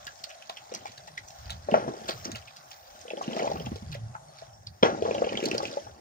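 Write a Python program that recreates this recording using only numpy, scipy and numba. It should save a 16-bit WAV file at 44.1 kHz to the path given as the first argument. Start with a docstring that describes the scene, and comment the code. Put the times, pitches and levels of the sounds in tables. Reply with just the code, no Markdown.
"""Cattle trample a wet pen to the left of a phone, over quiet outdoor noise and a yard echo all the way through.
First, thrown mud splats as showers of ringing drops; at 1.7 s air pockets plop as damped tones, one very loud.
Splats follow at 2.1 s; from 3 s a flurry of plops runs into low rumble, a wavering tone in broad noise.
At 4.3 and 4.5 s come two faint whistles, single fading tones. At 4.8 s a hoof slaps down, two blows ringing
the puddle. Plops and splats crowd to the end; dragged hooves add bubbles, spray and grit in swells."""
import sys
import numpy as np
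from scipy import signal
from scipy.fft import rfft, irfft, next_fast_len
from scipy.io import wavfile
from scipy.ndimage import uniform_filter1d
from numba import njit

SR = 44100
rng = np.random.default_rng(int(sys.argv[2]) if len(sys.argv) > 2 else 0)


def waveform_to_disk(signal):
    """Save audio, clipped to [-1, 1], as 16-bit WAV at the path in sys.argv[1]."""
    frames = np.transpose(np.atleast_2d(signal))
    scaled = np.clip(frames, -1, 1) * 32767
    samples = np.round(scaled).astype(np.int16)
    wavfile.write(sys.argv[1], SR, samples)


N = 264776  # length in samples


def undb(db):
    """Turn decibels into a plain gain."""
    return 10 ** (np.asarray(db) / 20)


def level(x, db):
    """Scale a sound to an rms level in dB."""
    return x * undb(db) / np.sqrt(np.mean(x ** 2))


def colour(x, points, lag_s=0.):
    """Filter by (f/Hz, level/dB) points joined on a log frequency axis, with an optional delay."""
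    size = next_fast_len(N + 4096)
    hz = np.arange(size // 2 + 1) * SR / size
    at, db = np.transpose(points)
    gain = undb(np.interp(np.log(hz + 1), np.log(at), db))
    delay = np.exp(-2j * np.pi * hz * lag_s)
    return irfft(rfft(x, size) * gain * delay, size)[:N]


def band(x, hz, width):
    """Two-pole resonance, gain 1 at the centre."""
    return signal.lfilter(*signal.iirpeak(min(hz, .45 * SR), hz / width, SR), x)


def walk(rate):
    """Random levels held 1 / rate s and smoothed twice; spread near 1."""
    k = int(SR / rate)
    steps = np.repeat(rng.standard_normal(N // k + 1), k)
    return 1.3 * uniform_filter1d(uniform_filter1d(steps, k), k)[:N]


@njit
def rings(count, s, hz, t60, size, glide, swell=1.):
    """Damped sines that swell over their first cycles; the pitch rises by the share glide while each dies away."""
    y = np.zeros(count)
    for e in range(len(s)):
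        start, length = int(s[e] * SR), int(t60[e] * SR)
        fade, g, phase = np.exp(-np.log(1000) / (t60[e] * SR)), size[e], 0.
        for i in range(min(length, count - start)):
            phase += 2 * np.pi * hz[e] * (1 + glide * i / length) / SR
            y[start + i] += g * min(phase / (2 * np.pi * swell), 1.) * np.sin(phase)
            g *= fade
    return y


def bubbles(sizes, count, cycles, scatter_db, hiss_db):
    """Random bursts, each freeing one bubble of every size, over a flickering hiss in the same bands; rms 1."""
    out = 0
    when, force = rng.random((count, 2)).T
    for hz, width, db in sizes:
        late, pitch, loud = rng.random((count, 3)).T
        f = hz + width * (pitch - .5)
        # a few bursts are much stronger than the rest
        size = undb(np.minimum(-scatter_db * np.log(1 - force), 12) - 20.2 * loud)
        pops = rings(N, when * N / SR + .004 * late, f, cycles / f, size, 0.12)
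        hiss = band(band(rng.standard_normal(N), hz, width), hz, width)
        hiss = hiss * undb(3.9 * walk(18))
        out = out + level(level(pops, 0) + level(hiss, hiss_db), db)
    return level(out, 0)


# tone balance of the outdoor noise: (f/Hz, relative level/dB)
YARD_COLOUR = [(20, -30), (40, -17), (100, -7.5), (200, -23), (420, -55), (520, -4), (620, 6), (820, 4),
               (950, -5), (1800, -9.5), (3300, -64), (5500, -9.5), (8000, -18), (12000, -31.5),
               (13800, -31), (15000, -19.5), (15550, -21), (15800, -43)]
# slow rise and fall of that noise: (t/s, change of all bands/dB, extra change of the top band/dB)
YARD_SWELL = [(0, 0.5, 4), (1.2, -2.5, 1), (1.4, 2, 7), (1.75, 1, -6), (2.2, 3, 6), (2.5, -1, 1),
              (2.8, -2.5, 11), (3.05, 1, -4), (3.6, -2.5, 9), (4.05, -2, -7), (4.4, -2, -2), (4.75, -7, 4),
              (5.3, -4, -17), (5.55, 4.5, -4), (6, -4, 1)]
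YARD_DB = -53.5  # rms ahead of the ports


def yard():
    """Half-octave bands of distant noise that swell together and flicker alone; partly common to both ports."""
    t = np.arange(N) / SR
    s, all_db, top_db = np.transpose(YARD_SWELL)
    swell, top = np.interp(t, s, all_db), np.interp(t, s, top_db)
    out = 0
    for hz in 40 * 2 ** np.arange(0, 8.8, .5):
        edges = [(hz / 1.6, -40), (hz / 1.19, 0), (hz * 1.19, 0), (hz * 1.6, -40)]
        common, left, right = (colour(rng.standard_normal(N), edges) for _ in range(3))
        apart = min(hz / 5000 + 1.0, 1.2)  # higher bands differ more between the ports
        breathe = undb(swell + top * (hz > 12000) + 3.2 * walk(9))
        out = out + breathe * (common + apart * np.array([left, right]))
    return level(np.array([colour(c, YARD_COLOUR) for c in out]), YARD_DB)


def echo(x, t60, db, damp):
    """Walls and ground scatter the sound back, duller and differently to each port."""
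    t = np.arange(int(.4 * SR)) / SR
    tails = rng.standard_normal((2, len(t))) * np.exp(-np.log(1000) * t / t60)
    tails = tails * (t > .003)  # silence before the first reflection
    tails = signal.lfilter([1], [1, -np.clip(damp, 0, .95)], tails)
    tails = tails / np.sqrt(np.sum(tails[0] ** 2))
    return undb(db) * signal.fftconvolve(x, tails, axes=1)[:, :N]


# faint thin whistles far off: (t/s, level/dB, f/Hz, time to fade by 60 dB/s)
WHISTLES = [(4.284, -56, 4400, 0.14), (4.536, -52.5, 5520, 0.12), ]


def whistles():
    """Each whistle is one steady pitch that starts at once and dies away."""
    s, db, hz, t60 = np.transpose(WHISTLES).copy()
    return rings(N, s, hz, t60, undb(db), 0.)


# strength of the ground rumble, before its flicker: (t/s, level/dB)
GROUND = [(0.0, -57), (0.43, -80.5), (0.8, -63), (1.4, -56), (1.54, -42.5), (1.7, -54), (1.9, -45),
          (1.97, -55), (2.27, -45), (2.45, -57), (2.61, -68), (3.22, -69.5), (3.3, -58), (3.5, -52),
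          (3.57, -38), (3.65, -44.5), (3.74, -39), (3.791, -52), (3.86, -45.5), (3.908, -31.5),
          (3.944, -42), (3.991, -37), (4.11, -41.5), (4.17, -56.5), (4.43, -60.5), (4.72, -48), (4.79, -64),
          (4.85, -42), (5.0, -47), (5.6, -51.5), (5.8, -65), (5.9, -47), (6.0, -75)]
RUMBLE_HZ, RUMBLE_DRIFT = 108.5, .22  # centre tone; the share by which it drifts
RUMBLE_WAVER_HZ, RUMBLE_WIDE_DB = 70, -6  # how fast the tone wavers; the broad rumble around it


def rumble():
    """Hooves shake the ground: a wavering low tone in broad rumble; each port shakes a little on its own."""
    s, db = np.transpose(GROUND)
    pitch = RUMBLE_HZ * np.exp(RUMBLE_DRIFT * walk(6))
    phase = 2 * np.pi * np.cumsum(pitch) / SR
    tone = (1 + 0.82 * walk(RUMBLE_WAVER_HZ)) * np.cos(phase + 1.76 * walk(RUMBLE_WAVER_HZ / 2))
    broad = colour(rng.standard_normal(N), [(20, -23), (60, 10.0), (100, 14), (170, 7), (240, -3), (340, -56)])
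    shake = np.array([level(band(rng.standard_normal(N), 65, 85), -17.0) for _ in range(2)])
    strength = undb(np.interp(np.arange(N) / SR, s, db) + 1.9 * walk(18))
    return (level(tone, -1.8) + level(broad, RUMBLE_WIDE_DB) + shake) * strength


# hooves dragged through the mud: (start t/s, swell/s, hold/s, sucking level/dB, spray level/dB)
DRAGS = [(0.689, 0.024, 0.02, -52.5, -55.5), (1.666, 0.027, 0.088, -35, -56),
         (2.958, 0.39, 0.094, -37, -46.5), (4.819, 0.032, 0.01, -31.5, -49.5),
         (4.942, 0.11, 0.55, -39.5, -51)]
SWELL_DB, RELEASE_DB_PER_S = 33, 59.5  # a drag rises out of quiet, then dies away


def drags():
    """Levels of sucking mud and spray as gains: each drag swells, holds and dies away."""
    start, swell, hold, mud_db, spray_db = np.transpose(DRAGS)[:, :, None]
    after = np.arange(N) / SR - start - swell  # time since the swell ended
    rise_db = SWELL_DB * after / swell
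    release_db = -RELEASE_DB_PER_S * np.maximum(after - np.abs(hold), 0)
    shape_db = np.where(after < 0, rise_db, release_db)
    return (np.sqrt(np.sum(undb(db + shape_db) ** 2, axis=0)) for db in (mud_db, spray_db))


# sizes of air pocket in sucking mud: (f/Hz, width/Hz, relative level/dB)
MUD_SIZES = [(305, 190, -3), (560, 204, -1), (802, 160, -6.5), (1270, 1000, -11.5), (2200, 4400, -18.5)]
STIR_MUD_DB = -72  # the mud is never quite still


def sucking_mud(sucking):
    """Air pockets break up through the mud under a dragged hoof, as low bubbles."""
    mud = bubbles(MUD_SIZES, count=1300, cycles=10.0, scatter_db=3.5, hiss_db=-3.5)
    return mud * np.hypot(sucking, undb(STIR_MUD_DB))


# drop sizes in the spray: (f/Hz, width/Hz, relative level/dB)
SPRAY_SIZES = [(1620, 1167, -0.5), (2600, 880, -7), (3862, 1700, 1), (5660, 2150, 4), (9260, 3300, -10.5),
               (15000, 1400, -31)]
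# strength of the fine patter between drags: (t/s, level/dB)
PATTER = [(0.0, -58), (0.8, -59.5), (1.25, -62.5), (1.47, -54.5), (1.6, -59.5), (2.2, -53), (2.6, -60.5),
          (3.0, -57.5), (3.75, -57), (3.9, -63), (4.25, -66.5), (4.42, -57), (4.62, -73.5), (4.8, -65.5),
          (5.75, -51.5), (6.0, -69.5)]


def spray(spraying):
    """Fine drops ring as they fall all around, so each port hears a share of its own."""
    patter_db = np.interp(np.arange(N) / SR, *np.transpose(PATTER))
    common, left, right = (bubbles(SPRAY_SIZES, count=1000, cycles=47.0, scatter_db=4.5, hiss_db=-3.0)
                           for _ in range(3))
    return (common + 0.96 * np.array([left, right])) * np.hypot(spraying, undb(patter_db))


# grains cracking under a dragged hoof: (f/Hz, width/Hz, relative level/dB)
GRIT_SIZES = [(1210, 1300, -14), (2600, 1000, 6), (4700, 1400, -7)]
GRIT_DB = -7  # against the drags' spray level


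def grit(spraying):
    """Grains crack under a dragged hoof, as very short rings."""
    grains = bubbles(GRIT_SIZES, count=700, cycles=4.0, scatter_db=0.5, hiss_db=-17)
    return grains * spraying * undb(GRIT_DB)


# slurry falling back after the hardest steps: (t/s, gain on the wash/dB, fade to 37 %/s)
WASHES = [(1.74, -9, 0.056), (2.087, -13.5, 0.022), (2.254, -25, 0.062), (4.83, 0.5, 0.04)]
# tone bands of that wash: (f/Hz, width/Hz, level/dB)
WASH_BANDS = [(600, 710, -22), (1390, 700, -28), (3000, 2200, -39), (5800, 520, -39.5)]


def wash():
    """Slurry falls back after the hardest steps: flickering bands of noise that fade away."""
    t = np.arange(N) / SR
    fall = sum((t > s) * np.exp(-np.abs(t - s) / fade_s) * undb(db) for s, db, fade_s in WASHES)
    flicker = undb(2.5 * walk(120))
    noise = sum(level(band(band(rng.standard_normal(N), hz, width), hz, width), db)
                for hz, width, db in WASH_BANDS)
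    return fall * flicker * noise


# the hard slap, toe then heel: (t/s, level/dB)
SLAP_BLOWS = [(4.8272, -11), (4.8313, -1)]
# tones each blow sets off: (f/Hz, level against the blow/dB, time to fade by 60 dB/s)
SLAP_RING = [(328, -4.5, 0.021), (560, 2.5, 0.018), (887, 1, 0.01), (2375, -9.5, 0.0095),
             (3250, -3.5, 0.0077), (5260, -17.5, 0.0096), (8400, -31, 0.0026)]


def slap():
    """Two blows, toe then heel, each ring the puddle at the same set of pitches."""
    rows = [(s, hz, t60, db + ring_db) for s, db in SLAP_BLOWS for hz, ring_db, t60 in SLAP_RING]
    s, hz, t60, db = np.array(rows).T.copy()
    return rings(N, s, hz, t60, undb(db), 0.)


# slurry thrown down: (t/s, main drop level/dB, main drop f/Hz, shower relative level/dB,
# time over which later drops weaken by 60 dB/s)
SPLATS = [(0.053, -30, 7040, -59, 0.021), (0.069, -40, 6100, -29.5, 0.012), (0.0766, -25, 1630, -42, 0.16),
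          (0.2406, -17.5, 4370, -29.5, 0.044), (0.301, -44, 2560, -36, 0.21),
          (0.4246, -30.5, 2960, -43.5, 0.065), (0.4971, -33, 5050, -33, 0.048),
          (0.571, -26.5, 2850, -40.5, 0.11), (0.749, -17, 5430, -30, 0.16),
          (0.857, -36, 2290, -40.5, 0.072), (0.871, -30.5, 2260, -37.5, 0.14), (0.921, -33, 5500, -47, .03),
          (0.979, -29, 4200, -40.5, 0.034), (1.077, -41, 2200, -37.5, 0.059),
          (1.179, -24, 2100, -35.5, 0.08), (1.285, -25.5, 6600, -49, 0.1), (1.306, -36, 4840, -43.5, .05),
          (1.504, -19, 3660, -26.5, 0.12), (1.7152, -27, 2680, -42, 0.059), (1.7402, -22.5, 2650, -48, .06),
          (2.093, -15, 3850, -23.5, 0.2), (2.114, -29, 4900, -35.5, 0.066), (2.253, -18, 5500, -31, 0.11),
          (2.318, -21, 6170, -33.5, 0.04), (2.358, -25, 2720, -30, 0.13), (2.425, -37, 2600, -52, 0.03),
          (2.4796, -34, 2600, -43, 0.11), (2.5692, -27, 4800, -44, 0.096), (2.7172, -31, 5000, -36.5, 0.16),
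          (3.014, -30, 5760, -47, 0.085), (3.081, -30.5, 3120, -60, 0.042),
          (3.104, -24.5, 2920, -61, 0.056), (3.171, -32.5, 3000, -59, .04),
          (3.222, -30.5, 5800, -40, 0.087), (3.241, -29, 2860, -44, 0.062), (3.2776, -26, 2600, -55, 0.043),
          (3.31, -32, 2820, -57, 0.044), (3.332, -27, 3000, -52.5, 0.049), (3.3654, -36.5, 2400, -42, .08),
          (3.382, -28, 3170, -50, 0.033), (3.396, -20.5, 2090, -35, 0.096), (3.407, -31, 3000, -50, 0.033),
          (3.424, -28.5, 2620, -55, 0.064), (3.464, -31, 4130, -49, 0.065),
          (3.477, -28.5, 2400, -46, 0.053), (3.5164, -27, 4770, -59, 0.045), (3.572, -32, 2820, -53, 0.058),
          (3.6, -31, 2860, -52, 0.052), (3.662, -27.5, 2940, -41, 0.063), (3.76, -40, 4700, -39, .1),
          (3.925, -35, 2600, -33.5, 0.15), (3.9476, -35.5, 2030, -36.5, 0.14),
          (4.151, -27.5, 1270, -69, 0.078), (4.3883, -37, 4600, -43, 0.13),
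          (4.6705, -23.5, 4400, -46, 0.052), (5.0237, -29, 3340, -44, 0.032), (5.05, -34, 3050, -54, .06),
          (5.111, -26, 2600, -47, 0.049), (5.149, -22.5, 2850, -36.5, 0.08),
          (5.1817, -26, 2920, -54, 0.049), (5.244, -25, 2500, -45, 0.063), (5.27, -32, 2550, -51, .05),
          (5.292, -21, 2670, -54, 0.056), (5.323, -35, 2200, -46, .06), (5.331, -30, 2030, -38, .05),
          (5.354, -24.5, 2200, -52, 0.059), (5.373, -18, 3430, -39, 0.064), (5.4034, -27, 2600, -40, 0.057),
          (5.4277, -25, 2610, -39, 0.057), (5.4403, -25, 2490, -33, .05), (5.457, -14, 4370, -24.5, 0.047),
          (5.4866, -25, 4900, -37, 0.057), (5.514, -15.5, 2500, -31, 0.052),
          (5.5484, -25, 2650, -32.5, 0.08), (5.581, -12.5, 4830, -32.5, 0.025),
          (5.6317, -38, 2100, -35.5, 0.1), (5.6542, -19.5, 2890, -39, 0.048),
          (5.6737, -43, 2640, -40, 0.083), (5.681, -29, 2600, -53, 0.036),
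          (5.7278, -28.5, 4160, -49, 0.093), (5.762, -32, 5100, -49, 0.062)]
BIG_DROPS_DB, SNAP_DB = -12, 5.5  # big drops against fine ones; the first drops, which land together
SNAP_SHARE = 0.05  # share of the fall in which the first drops land: brief splats snap, long ones swish
LEAD_SHARE = .35  # share of the first drops that land ahead of the main one
RISE_SHARE = .07  # share of the fall time over which the shower builds up
OVERTONE, OVERTONE_DB = 1.734, -9  # every third main drop rings higher
DROP_SWELL_CYCLES = 2.12


def splats(count=80):
    """Each splat is a fading shower: one drop in four near the main pitch, the rest of all sizes."""
    late, pitch, loud, place = rng.random((len(SPLATS) * count, 4)).T
    bearing = np.repeat(rng.random(len(SPLATS)) - .5, count)
    s, db, hz, fine_db, t60 = (np.repeat(c, count) for c in np.transpose(SPLATS))
    order = np.arange(len(s)) % count
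    main, snap, high = order % 4 == 0, order < 24, order % 12 == 4
    # the first drops cover all sizes evenly
    pitch = np.where(snap & ~main, (order + pitch) / 24, pitch)
    snap_late = SNAP_SHARE * (late - LEAD_SHARE) * (order > 0)
    late = np.where(snap, snap_late, late ** 1.3 / 2 - RISE_SHARE)
    main_hz = hz * (1 + 0.28 * (order > 0) * (pitch - .5)) * np.where(high, OVERTONE, 1)
    f = np.where(main, main_hz, 1100 * 14 ** pitch)
    # big drops below 2 kHz, fine ones above 4 kHz, the finest ever weaker
    fine = np.clip(np.log2(f / 2000), 0, 1)
    finest = np.clip(np.log2(f / 6500), 0, 2)
    shower_db = fine_db + (1 - fine) * BIG_DROPS_DB - 11 * finest + 14.5 + snap * SNAP_DB
    db = np.where(main, db + high * OVERTONE_DB, shower_db)
    db = db - 60 * np.abs(late) - 8 * loud * (order > 0)
    cycles = np.where(main, 17, np.where(snap, 4.5, 13))
    # every splat lands at its own bearing, which shifts the delay between the ports
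    lag_s = 7e-5 * bearing
    ports = []
    for side in (1, -1):  # left, right
        start = s + np.abs(t60) * late + side * lag_s
        size = undb(db + side * 0.47 * (place - 2.5))
        ports.append(rings(N, start, f, cycles / f, size, 0.16, DROP_SWELL_CYCLES))
    return np.array(ports)


# air pockets bursting in the mud: (t/s, level/dB, f/Hz)
PLOPS = [(0.496, -27, 710), (0.7195, -27.5, 490), (0.744, -34, 676), (0.855, -29, 796), (1.076, -38.5, 825),
         (1.504, -41.5, 675), (1.686, -18, 588), (1.694, -29, 534), (1.726, -19, 445), (1.7405, -2.5, 656),
         (1.75, -12.5, 587), (1.774, -20.5, 575), (1.797, -31, 600), (1.82, -26, 500), (1.862, -30, 600),
         (1.877, -20, 302), (1.878, -20, 650), (1.885, -21.5, 310), (1.903, -27, 298), (2.0895, -30, 620),
         (2.091, -31.5, 334), (2.257, -26, 323), (2.277, -30, 250), (2.293, -30, 280), (2.328, -31, 210),
         (2.357, -41.5, 600), (3.052, -36, 480), (3.079, -37, 494), (3.107, -29, 610), (3.134, -20.5, 484),
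         (3.173, -27.5, 557), (3.211, -21, 747), (3.279, -16, 258), (3.335, -30, 710), (3.364, -23.5, 260),
         (3.366, -18.5, 654), (3.394, -21, 725), (3.422, -18, 586), (3.443, -23, 564), (3.457, -28, 570),
         (3.472, -18.5, 585), (3.499, -27, 577.8), (3.514, -20.5, 586), (3.553, -27.5, 265),
         (3.556, -26.5, 773), (3.6, -39, 872), (3.665, -25, 246), (3.667, -31.5, 796), (3.716, -24.5, 243),
         (3.757, -31, 448), (3.822, -35.5, 208), (3.95, -35, 573), (4.151, -30.5, 865), (4.421, -33.5, 654),
         (4.894, -25, 560), (4.92, -26, 480), (5.022, -12, 435), (5.051, -15.5, 477), (5.058, -17.5, 510),
         (5.077, -27, 600), (5.084, -20, 484), (5.109, -15, 532), (5.147, -19.5, 560), (5.179, -22, 533),
         (5.199, -34, 527), (5.219, -10, 508), (5.243, -21, 504), (5.269, -17.5, 509), (5.296, -34, 550),
         (5.322, -21.5, 524), (5.335, -31, 520), (5.372, -25, 507), (5.404, -33, 488), (5.427, -16.5, 342),
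         (5.439, -17.5, 430), (5.461, -18, 313), (5.495, -31, 290), (5.514, -20, 317), (5.53, -23, 318),
         (5.547, -16.5, 525), (5.601, -23.5, 800), (5.63, -22, 560), (5.728, -32.5, 560),
         (5.77, -19.5, 559), (5.867, -34.5, 796)]
PLOP_T60_S, PLOP_HALVING_DB = 0.017, 32  # ring at 0 dB; it doubles for every so many dB softer
# pockets near this pitch ring longer, by up to this share again
LONG_RING_HZ, LONG_RING_OCTAVES, LONG_RING_GAIN = 570, 0.08, 0.8
PLOP_SWELL_CYCLES = 1.13


def plops(count=6):
    """Each pocket rings at its pitch, drags two softer neighbours after it and tears its film with a crackle."""
    s, db, hz = (np.repeat(c, count) for c in np.transpose(PLOPS))
    t60 = PLOP_T60_S * 2 ** (-db / PLOP_HALVING_DB)
    octaves_off = np.log2(hz / LONG_RING_HZ)
    t60 = t60 * (1 + LONG_RING_GAIN * np.exp(-(octaves_off / LONG_RING_OCTAVES) ** 2))
    late, detune = rng.random((len(s), 2)).T
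    order = np.arange(len(s)) % count
    follower, film = order > 0, order > 2
    size = undb(db - 8.05 * follower - film * (-2.0 + 24.0 * detune))
    pocket_hz = hz * (1 + follower * 0.75 * (detune - .25))
    f = np.where(film, 900 * 4 ** detune, pocket_hz)
    ring_s = np.where(film, 14 / f, np.clip(t60, .005, .3))
    return rings(N, s + follower * 0.00489 * late, f, ring_s, size, 0.068, PLOP_SWELL_CYCLES)


# how the microphone capsule colours the hooves: (f/Hz, level/dB)
CAPSULE = [(20, -49), (60, -2), (150, 4.5), (7000, -1.5), (9000, -8.5), (13000, -9), (15000, 6.5),
           (16500, -3)]


def scene():
    """Hooves, whistles and their echo pass through the capsule's colour; rumble and yard noise join after it."""
    sucking, spraying = drags()
    dragged = sucking_mud(sucking) + spray(spraying) + grit(spraying)
    hooves = dragged + plops() + slap() + wash() + splats() + whistles()
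    scattered = echo(hooves, t60=0.1, db=-10.5, damp=0.49)
    near = np.array([colour(c, CAPSULE) for c in hooves + scattered])
    return near + rumble() + yard()


# left minus right microphone: (f/Hz, level/dB)
PORTS = [(60, -0.5), (110, -1.0), (200, -1.5), (380, 1.5), (700, 2.5), (1290, 0.5), (2380, 0.0),
         (4400, -2.5), (8120, 2.5), (15000, 6.0)]
PORT_LAG_S = 18 / 44100
TOP_HZ = 16400  # nearly nothing is kept above this


def record(dry):
    """The herd is off to the left, so the right port hears it later; the ports differ in colour; peaks clip."""
    left = colour(dry[0], [(hz, db / 2) for hz, db in PORTS])
    right = colour(dry[1], [(hz, -db / 2) for hz, db in PORTS], PORT_LAG_S)
    both = np.clip([left, right], -.93, .93)
    return signal.sosfilt(signal.ellip(10, .2, 60, TOP_HZ, fs=SR, output="sos"), both)


dry = scene()
out = record(dry)
waveform_to_disk(out)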